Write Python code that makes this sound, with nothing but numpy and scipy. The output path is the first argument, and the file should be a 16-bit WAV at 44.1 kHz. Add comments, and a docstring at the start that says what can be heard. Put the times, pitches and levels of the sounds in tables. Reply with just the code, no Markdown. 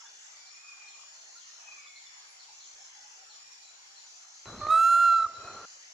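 """A peacock calls in a park

A peacock gives one loud cry that arches in pitch; its throat rings with the second harmonic (twice
the pitch). Trees throw the cry back, and a low rush with soft thumps and dry clicks starts and stops
abruptly around it. Behind it a cricket trills with its wings, small birds chip and whistle far off,
pigeons flap in puffs of air, and insects hiss."""
import sys
import numpy as np
from scipy import signal
from scipy.fft import rfft, irfft, next_fast_len
from scipy.io import wavfile
from scipy.ndimage import uniform_filter1d, map_coordinates

SR = 44100
rng = np.random.default_rng(int(sys.argv[2]) if len(sys.argv) > 2 else 0)


def unload_audio(sound):
    """Save the sound as a 16-bit wav file, at the path given as the first command line argument."""
    columns = np.transpose(np.atleast_2d(sound))
    # keep every value between -1 and 1, then stretch to whole-number steps
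    steps = np.round(np.clip(columns, -1, 1) * 32767)
    wavfile.write(sys.argv[1], SR, steps.astype(np.int16))


N = 261513


def peacock(catch_s=4.61, open_s=4.672, tire_s=5.064, close_s=5.252, release_s=.02):
    """A cry whose second harmonic sits on the throat's resonance and carries nearly all the power."""
    # Each row: time in seconds, pitch in Hz.
    arch = [(4.63, 601), (4.644, 601), (4.696, 625.4), (4.72, 646), (4.786, 663.3), (4.912, 685.5),
            (4.926, 683), (5.02, 689.5), (5.082, 684.8), (5.092, 679.6), (5.232, 665.6), (5.245, 659.4)]
    # Harmonics five to nine. Each row: multiple of the pitch, relative level in dB.
    overtones = [(5, -38), (6, -28.5), (7, -39), (8, -41.5), (9, -42.5)]
    # Narrow resonances of throat and beak. Each row: frequency in Hz, gain in dB.
    throat = [(6300, -46), (6600, -38.5), (6860, -32), (7250, -39), (7550, -39.5), (7800, -35.5),
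              (8100, -47), (8250, -42.5), (8480, -36.5), (8900, -40), (9200, -49.5), (9580, -39),
              (10020, -40), (10330, -44), (10700, -40), (11000, -44.5), (11320, -39), (11650, -49),
              (12000, -49.5), (12700, -47), (13800, -55.5), (15000, -56)]
    # What the treble loses when the voice is pinched. Each row: frequency in Hz, loss in dB.
    pinch_loss = [(6700, 1), (7600, 7.5), (9500, 7.5), (11500, 8.5), (13500, 1), (15000, -0.5)]
    # the voice catches, then goes through these stages, each rising from 0 to 1
    opened, settled, pinched = ramp(open_s, .037), ramp(4.745, .071), ramp(4.99, .1)
    tired, shut = ramp(tire_s, close_s - tire_s), ramp(close_s, release_s)
    gasp = tired ** 2
    hoarse = 1 - settled + gasp
    pitch = curves(arch)[0] * (1 - .066 * ramp(close_s, release_s / 2))  # drops as the beak closes
    catch_db = -16.5 * (1 - opened)
    main_db = -20 + catch_db - 7 * gasp - 10.5 * shut
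    fourth_db = main_db - 25 + .07 * (pitch - pitch.max()) - 11 * tired
    low_db = -43.5 + catch_db / 4 - 11.5 * settled - 4 * pinched
    treble_db = main_db + 1 - 5 * (1 - settled) - 5.5 * tired
    # a slowing flutter, deepest as the voice starts and gives out; the pitch dips at each throb
    age = np.maximum(clock() - catch_s, 0)
    flutter_hz = (57.5 - 15.6 * age) * (age > 0)
    flutter = -np.cos(phase_of(flutter_hz))
    catching = ramp(catch_s, open_s - catch_s) * (1 - opened) ** 2
    throb = 1 + (.085 + .13 * (1 - settled) + .64 * catching + .37 * gasp) * flutter
    jitter = (.0016 + .0038 * hoarse) * wobble(200)
    phase = phase_of(pitch * (1 - .0035 * flutter + jitter))
    voiced = gate(catch_s, close_s + release_s, .0039) * amp(.6 * wobble(30))

    def harmonic(k, db):
        """A tone at k times the pitch that wavers on its own; high ones fray when hoarse."""
        waver_db = 1.1 * rng.uniform(-1, 1) * flutter + 1.4 * wobble(14) + .7 * wobble(110)
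        fray = (.07 + .45 * hoarse) * (k / 16) ** 2 * wobble(600)
        return amp(db + waver_db) * np.sin(k * phase + fray)

    treble = middle = 0
    for k in range(10, 24):
        treble += harmonic(k, along(throat, k * pitch) - pinched * along(pinch_loss, k * pitch))
    # the sixth harmonic flares in the windpipe's upper resonance, and again when pinched
    for k, db in overtones:
        windpipe_db = 9 / (1 + ((k * pitch - 3830) / 90) ** 2)
        middle += harmonic(k, db + windpipe_db + 5 * pinched * (k == 6))
    low = harmonic(1, low_db) + harmonic(3, low_db - 9)
    breath = noise([(1000, -20), (3000, -8), (9000, 0), (15000, -13)], -10)[0]
    hiss = amp(-54 + 10.5 * hoarse) * breath * (1 + np.cos(phase))  # air hisses in each cycle
    rasp = noise([(500, -33.5), (1100, -3), (1350, -2.5), (1700, -18), (3000, -17), (9000, -43)], -11.5)
    top = ground_bounce(opened * amp(treble_db) * (treble + hiss))
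    body = low + harmonic(4, fourth_db) + amp(main_db - 2) * middle
    main = amp(main_db) * (np.sin(2 * phase) + amp(-47) * rasp[0])
    beak_fade = 1 - ramp(close_s - release_s, release_s * 1.7)
    rest = beak_fade * (panned(throb * body, -.6) + top)
    return np.sqrt(2) * voiced * (panned(throb * main, -4) + rest)


def ground_bounce(treble):
    """A bounce off the path colours the cry's treble differently on each side."""
    # Left, then right. Each row: delay in seconds, share added (minus flips the wave).
    bounces = [(.0011, -0.32), (.0017, -0.37)]
    # Where the treble sits. Each row: frequency in Hz, left over right in dB.
    treble_pan = [(6500, 0.5), (8500, 0.5), (10500, 2), (12000, -2)]
    sides = np.array([treble + share * delayed(treble, delay) for delay, share in bounces])
    return filtered(sides, lambda hz: amp(np.outer([.5, -.5], along(treble_pan, hz))))


def trees(cry, tail_db=-30.5, travel_s=.09):
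    """A few distinct echoes and a long blurred tail come back from the trees."""
    # Low harmonics spread all round and reach the trees best. Each row: frequency in Hz, gain in dB.
    spread = [(400, 5), (620, 10), (655, 16), (680, 20), (740, 18), (1000, 2), (1350, -1), (1850, 8),
              (2030, 20), (2700, 1), (4000, 3), (8000, -6)]
    # Each row: delay in seconds, gain in dB, left over right in dB.
    echo_paths = [(.135, -40, -3), (.25, -31, -2), (.385, -37, 1), (.56, -39, -2)]
    # Each row: frequency in Hz, seconds the tail takes to fade by 60 dB.
    fade_times = [(300, 0.81), (650, 2.2), (1400, 2.8), (4000, 0.47), (10000, 0.15)]
    sent = filtered(cry.mean(axis=0), lambda hz: amp(along(spread, hz)))
    echoes = sum(panned(amp(db) * late(sent, delay), pan) for delay, db, pan in echo_paths)
    return echoes + amp(tail_db) * scatter(late(sent, travel_s), fade_times, -9.5)


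def rush(rumble_floor_db=-72, rush_floor_db=-60, fade_db_per_s=111.5):
    """A lumpy rumble and a dull rush swell as the cry begins and again after it."""
    # Each row: start in seconds, end in seconds, rumble level in dB, rush level in dB.
    swells = [(4.475, 4.694, -52.5, -50), (5.458, 5.65, -68, -50)]
    # The tone of the two noises. Each row: frequency in Hz, relative level in dB.
    rumble_colour = [(15, -27), (40, -1), (75, -3.5), (105, 0.5), (140, -3.5), (230, -6), (400, -8),
                     (900, -53.5), (3000, -89)]
    rush_colour = [(100, -17.5), (250, -8.5), (420, -1.5), (650, -2.5), (900, -6.5), (1250, 0.5),
                   (1700, -10), (2400, -20), (5000, -23.5), (10000, -38.5), (15000, -73.5)]
    rumble_gain, rush_gain = amp(rumble_floor_db), amp(rush_floor_db)
    for start, end, rumble_db, rush_db in swells:
        outside_s = abs(clock() - np.clip(clock(), start, end))
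        swell = amp(-fade_db_per_s * outside_s)
        rumble_gain = np.hypot(rumble_gain, amp(rumble_db) * swell ** 2)  # fades twice as fast
        rush_gain = np.hypot(rush_gain, amp(rush_db) * swell)
    lumps = amp(2 * wobble(30))
    return rumble_gain * lumps * noise(rumble_colour, -34) + rush_gain * noise(rush_colour, -19)


def thumps(sag=.12):
    """Each soft thump is a few cycles of a low, sinking note."""
    # Each row: time of the peak in seconds, pitch in Hz, half-length in seconds, level in dB.
    bumps = [(4.546, 215, 0.0057, -41.5), (4.581, 210, .009, -45), (4.634, 102, .013, -41.5),
             (5.083, 100, 0.013, -56), (5.185, 90, 0.0096, -62), (5.266, 94.6, 0.0077, -51.5),
             (5.391, 100.2, 0.011, -53.5), (5.451, 105, 0.0072, -51.5)]
    out = np.zeros(N)
    for (peak_s, hz, half_s, db), turn in zip(bumps, rng.random(len(bumps))):
        offset = np.clip((clock() - peak_s) / half_s, -4, 4)
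        tone = np.sin(phase_of(hz * (1 - sag * offset)) + 2 * np.pi * turn)
        out += amp(db) * np.exp(-offset ** 2) * tone
    return out


def clicks(fade_s=.0093, dull_hz=3300):
    """Dull cracks of noise die at once, as the rush starts and as the voice catches and opens."""
    # Each row: start in seconds, level in dB.
    cracks = [(4.457, -39), (4.607, -44), (4.6684, -32)]
    level = sum((clock() > s) * amp(db - 60 * np.maximum(clock() - s, 0) / fade_s) for s, db in cracks)
    crack = level * noise([(100, -10), (600, 5), (2000, 8), (3500, -10), (7000, -34)], -7)
    return filtered(crack, lambda hz: 1 / (1 + (hz / dull_hz) ** 6))


def cricket(tone_hz=6235, flat_hz=190, strokes_per_s=54.65, bout_s=.682):
    """Wing strokes pulse one tone; each bout starts a little low and soft, then settles."""
    # The start of each bout in seconds.
    bout_starts = [-.31, 1.134, 2.525, 4.06, 5.53]
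    out = np.zeros(N)
    for start in bout_starts:
        unsettled = 1 - ramp(start, .19)
        strokes = 2 * np.clip(.55 - np.cos(2 * np.pi * strokes_per_s * (clock() - start)), 0, 1)
        tone = np.sin(phase_of(tone_hz * (1 + .006 * wobble(400)) - flat_hz * unsettled))
        out += gate(start, start + bout_s, .0034) * amp(-57.5 - 2 * unsettled) * strokes * tone
    return panned(out, 1) + amp(-18) * scatter(out, [(6000, .28)], 0)


def chipping_bird(rasp_width_hz=190):
    """A small bird's chips hook up sharply and fall away hoarsely; now and then it rasps."""
    # Each row: start in seconds, level in dB, hoarseness (1 is usual), change in the tail in dB.
    chips = [(.465, -56, .9, 0), (.872, -54, .9, .5), (1.367, -52, .9, -1.5), (1.954, -51, .9, -2),
             (2.394, -53, 1.8, .5), (2.602, -51.5, 1, 0), (3.295, -50.5, 1, -2), (3.957, -53, 1, -2)]
    # One chip. Each row: seconds from its start, pitch in Hz, gain in dB, jitter as a share of pitch.
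    shape = [(0, 3850, -7, .02), (.008, 4220, 1, .012), (.015, 4330, 1.5, .012), (.024, 4050, -4, .03),
             (.034, 3600, -8.5, .06), (.07, 3050, -10.5, .06)]
    # Each row: start in seconds, length in seconds, frequency in Hz, level in dB.
    rasps = [(1.124, 0.23, 4300, -64), (3.617, 0.094, 4060, -60.5), (4.568, 0.11, 4185, -53.5),
             (5.421, 0.18, 4170, -57.5)]
    tail_s, chip_s = shape[-2][0], shape[-1][0]
    out = np.zeros(N)
    for (start, db, hoarse, tail_db), tuning in zip(chips, rng.normal(1, .008, len(chips))):
        hz, shape_db, jitter = curves(shape, start)
        tone = np.sin(phase_of(hz * (tuning + hoarse * jitter * wobble(700))))
        level_db = db + shape_db + tail_db * ramp(start, tail_s) ** 2 + 1.2 * wobble(120)
        out += gate(start, start + chip_s, .002) * amp(level_db) * tone
    for start, length, hz, db in rasps:
        band = filtered(rng.standard_normal(N), lambda f: np.exp(-((f - hz) / rasp_width_hz) ** 2))
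        out += gate(start, start + length, .016) * amp(db) * unit(band)
    return amp(-2) * out + amp(-1.5) * scatter(out, [(4000, .71)], 0)


def birds_and_tones(waver=.012, quaver_hz=24, quaver_db=3, chatter_low_hz=732, chatter_high_hz=2390):
    """Far birds call, blurred by distance; two thin tones and a rough burst sound around the cry."""
    # Bird whistles, plus two brief tones near 4 kHz: one as the rush starts, one ringing after the cry.
    # Each row: start and length in seconds, first and last pitch in Hz, level in dB.
    thin_tones = [(0.164, 0.2, 7730, 7350, -61.5), (2.203, 0.26, 2132, 2076, -70),
                  (2.262, 0.12, 10070, 10850, -70), (2.945, 0.38, 1968, 1964, -75.5),
                  (3.378, 0.18, 2357, 2470, -67), (4.449, 0.069, 3980, 4015, -47.5),
                  (5.319, .13, 3977, 3998, -54), (5.377, 0.15, 2516, 2516, -61)]
    # A songbird's two phrases, a list each. 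Each row: time in seconds, pitch in Hz, level in dB.
    phrases = [
        [(.17, 2420, -77), (.4, 2285, -68.5), (.52, 2398, -65), (.62, 2510, -65), (.66, 2493, -56),
         (.79, 2390, -58.5), (.88, 2444, -62), (.98, 2400, -73)],
        [(1.58, 2600, -71), (1.65, 2544, -67), (1.685, 2510, -56), (1.75, 2420, -61), (1.8, 2290, -58),
         (1.87, 2222, -62), (1.96, 2146, -61), (2.03, 2130, -72)],
    ]
    # Bird pips; the last row is instead a short, rough burst near 1.3 kHz as the rush starts.
    # Each row: the same as a thin tone, then jitter as a share of pitch.
    short_notes = [(0, .028, 1330, 1350, -58, .03), (.018, .045, 980, 880, -58.5, .04),
                   (.035, .05, 1850, 1350, -58, .02), (.052, .04, 3480, 3480, -58, .006),
                   (.322, .028, 1240, 1300, -61, .03), (1.352, .024, 1380, 1440, -54, .02),
                   (1.862, .03, 3480, 3470, -57.5, .006), (2.055, .035, 3490, 3470, -57, .006),
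                   (2.474, .05, 950, 810, -58, .06), (2.78, .04, 770, 800, -64, .06),
                   (2.935, .075, 870, 840, -63, .08), (2.995, .035, 1950, 1965, -61.5, .008),
                   (3.04, .032, 820, 850, -59.5, .04), (3.105, .035, 900, 830, -64, .06),
                   (3.14, .14, 780, 760, -67, .03), (3.26, .045, 1270, 1400, -64, .02),
                   (3.29, .04, 860, 850, -64.5, .05), (4.231, .04, 1220, 1250, -61.5, .05),
                   (4.457, .045, 1400, 1280, -48, .1)]

    def note(start, length, first_hz, last_hz, db, jitter=waver):
        """One gliding tone that swells and fades."""
        progress = ramp(start, length)
        hz = (first_hz + (last_hz - first_hz) * progress) * (1 + jitter * wobble(350))
        return np.sin(np.pi * progress) * amp(db) * np.sin(phase_of(hz))

    out = sum(note(*row) for row in thin_tones)
    for phrase in phrases:
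        hz, db = curves(phrase)
        quaver = quaver_db * np.cos(2 * np.pi * quaver_hz * (clock() - phrase[2][0]))
        tone = np.sin(phase_of(hz * (1 + waver * wobble(350))))
        song = gate(phrase[0][0], phrase[-1][0], .02) * amp(db + quaver) * tone
        out += song + amp(-12) * late(song, .13)  # one echo from the trees
    out *= amp(2.2 * wobble(60))  # the level flickers
    for when, height in rng.random((14, 2)):
        hz = chatter_low_hz * (chatter_high_hz / chatter_low_hz) ** height
        out += note(when * N / SR, .12, hz, hz, db=-72.5)
    out += sum(note(*row) for row in short_notes)
    tail = scatter(out, [(800, .3), (1300, .18), (2400, .94), (3500, .77), (10000, .13)], 0)
    return panned(out, 2) + amp(-4) * tail


def pigeons(puff_hz=1174, width=.095):
    """Each wing beat is a short puff of air."""
    # Each row: start in seconds, length in seconds, beats a second, level in dB.
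    flurries = [(0, 0.084, 27, -66), (0.628, 0.45, 23.2, -62.5), (1.574, 0.32, 22.2, -61.5)]
    out = np.zeros(N)
    band = lambda hz: np.exp(-(np.log((hz + 1) / puff_hz) / width) ** 2)
    for start, length, rate, db in flurries:
        beats = np.sin(np.pi * rate * (clock() - start)) ** 6
        puff = unit(filtered(rng.standard_normal(N), band))
        out += gate(start, start + length, .0064) * amp(db) * beats * puff
    return panned(out, 1) + amp(-8) * scatter(out, [(1000, .3)], 0)


def open_air():
    """A soft, wide wash of air drifts in level."""
    # Each row: frequency in Hz, relative level in dB.
    colour = [(15, -50), (45, -14), (130, -26), (250, -27.5), (400, -15), (560, -11.5), (800, -2),
              (1000, -5), (1300, -3), (2000, -4), (3500, -6), (5000, -41.5), (9000, -67.5)]
    return amp(-64.5 + 1.06 * wobble(3.584)) * patchy(noise(colour, 2.6), 2.7)


def insects():
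    """An insect chorus hisses at 4-7 kHz, with a faint, even high hiss above it."""
    # Each row: frequency in Hz, relative level in dB.
    colour = [(2500, -29), (3700, -10.5), (4200, -3), (4450, -8), (4660, 2), (5050, -11.5), (5370, 3.5),
              (5900, -0.5), (6550, -7), (6900, 6.5), (7150, 1), (7550, -14.5), (9200, -22.5),
              (10000, -31.5), (12800, -31), (14000, -59.5)]
    return amp(-57 + .36 * wobble(1.66) + .52 * wobble(40)) * patchy(noise(colour, 0), 2.5)


def amp(db):
    """Turns decibels into a gain."""
    return 10 ** (np.asarray(db) / 20)


def unit(x):
    """Scales x to an average power of 1."""
    return x / np.sqrt(np.mean(x ** 2) + 1e-20)


def clock():
    """The time of every sample in seconds."""
    return np.arange(N) / SR


def along(points, hz):
    """Reads between (Hz, value) points, with octaves evenly spaced."""
    freqs, values = np.transpose(points)
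    return np.interp(np.log(hz + 1), np.log(freqs + 1), values)


def curves(rows, start=0):
    """One value per sample for each column after the time."""
    times, *columns = np.transpose(rows)
    return [np.interp(clock() - start, times, column) for column in columns]


def ramp(start, length):
    """Rises from 0 to 1 over a length of time."""
    return np.clip((clock() - start) / length, 0, 1)


def gate(start, end, edge):
    """One between two times, with sloping edges."""
    return ramp(start, edge) * np.clip((end - clock()) / edge, 0, 1)


def wobble(rate):
    """A smooth curve through rate random points a second."""
    points = rng.standard_normal(int(N * rate / SR) + 4)
    return map_coordinates(points, [clock() * rate])


def phase_of(hz):
    """The running phase of a frequency curve."""
    return 2 * np.pi * np.cumsum(hz) / SR


def panned(x, pan_db):
    """Leans a sound left (plus) or right (minus)."""
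    return x * amp([[pan_db / 2], [-pan_db / 2]])


def filtered(x, response):
    """Scales each frequency of x by response(hz)."""
    size = next_fast_len(N + SR // 2)
    return irfft(rfft(x, size) * response(np.fft.rfftfreq(size, 1 / SR)), size)[..., :N]


def late(x, seconds):
    """A later copy of x, for echoes."""
    return np.interp(clock() - seconds, clock(), x)


def delayed(x, seconds):
    """A tiny, exact delay that keeps the treble whole."""
    return filtered(x, lambda hz: np.exp(-2j * np.pi * hz * seconds))


def noise(colour, side_db):
    """Stereo noise shaped by (Hz, dB) points; more side_db makes it wider."""
    mid, side = filtered(rng.standard_normal((2, N)), lambda hz: amp(along(colour, hz)))
    side = amp(side_db) * unit(side)
    return np.array([unit(mid) + side, unit(mid) - side])


def scatter(x, fade_times, side_db):
    """The blurred answer of trunks and leaves, shaped by (Hz, seconds to fade 60 dB) points."""
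    hz, t, spectrum = signal.stft(rng.standard_normal((2, SR)), SR, nperseg=256)
    fade = amp(-60 * t / along(fade_times, hz)[:, None])
    tail = signal.istft(spectrum * fade, SR, nperseg=256)[1]
    mid, side = signal.fftconvolve(x[None], tail / np.linalg.norm(tail[0]), axes=1)[:, :N]
    return np.array([mid + amp(side_db) * side, mid - amp(side_db) * side])


def patchy(x, depth_db):
    """Gives x louder and softer patches in time and frequency."""
    spectrum = signal.stft(x, nperseg=1024)[2]
    patches = uniform_filter1d(rng.standard_normal(spectrum.shape[1:]), size=5, axis=0)
    patches = uniform_filter1d(patches, size=9, axis=1)
    return signal.istft(spectrum * amp(depth_db * unit(patches)), nperseg=1024)[1][:, :N]


def scene():
    """The cry, its echoes and the rush stand close in front of the quiet park."""
    cry = delayed(peacock(), np.array([[.000012], [0]]))  # reaches the left a little later
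    abrupt = gate(start=4.457, end=5.656, edge=.0015)
    near = (cry + trees(cry) + rush() + thumps()) * abrupt + clicks()
    park = panned(open_air() + insects(), .97)
    return near + park + cricket() + chipping_bird() + birds_and_tones() + pigeons()


def record(dry, top_hz=15300):
    """Cuts off the very highest treble."""
    return filtered(dry, lambda hz: hz < top_hz)


dry = scene()
out = record(dry)
unload_audio(out)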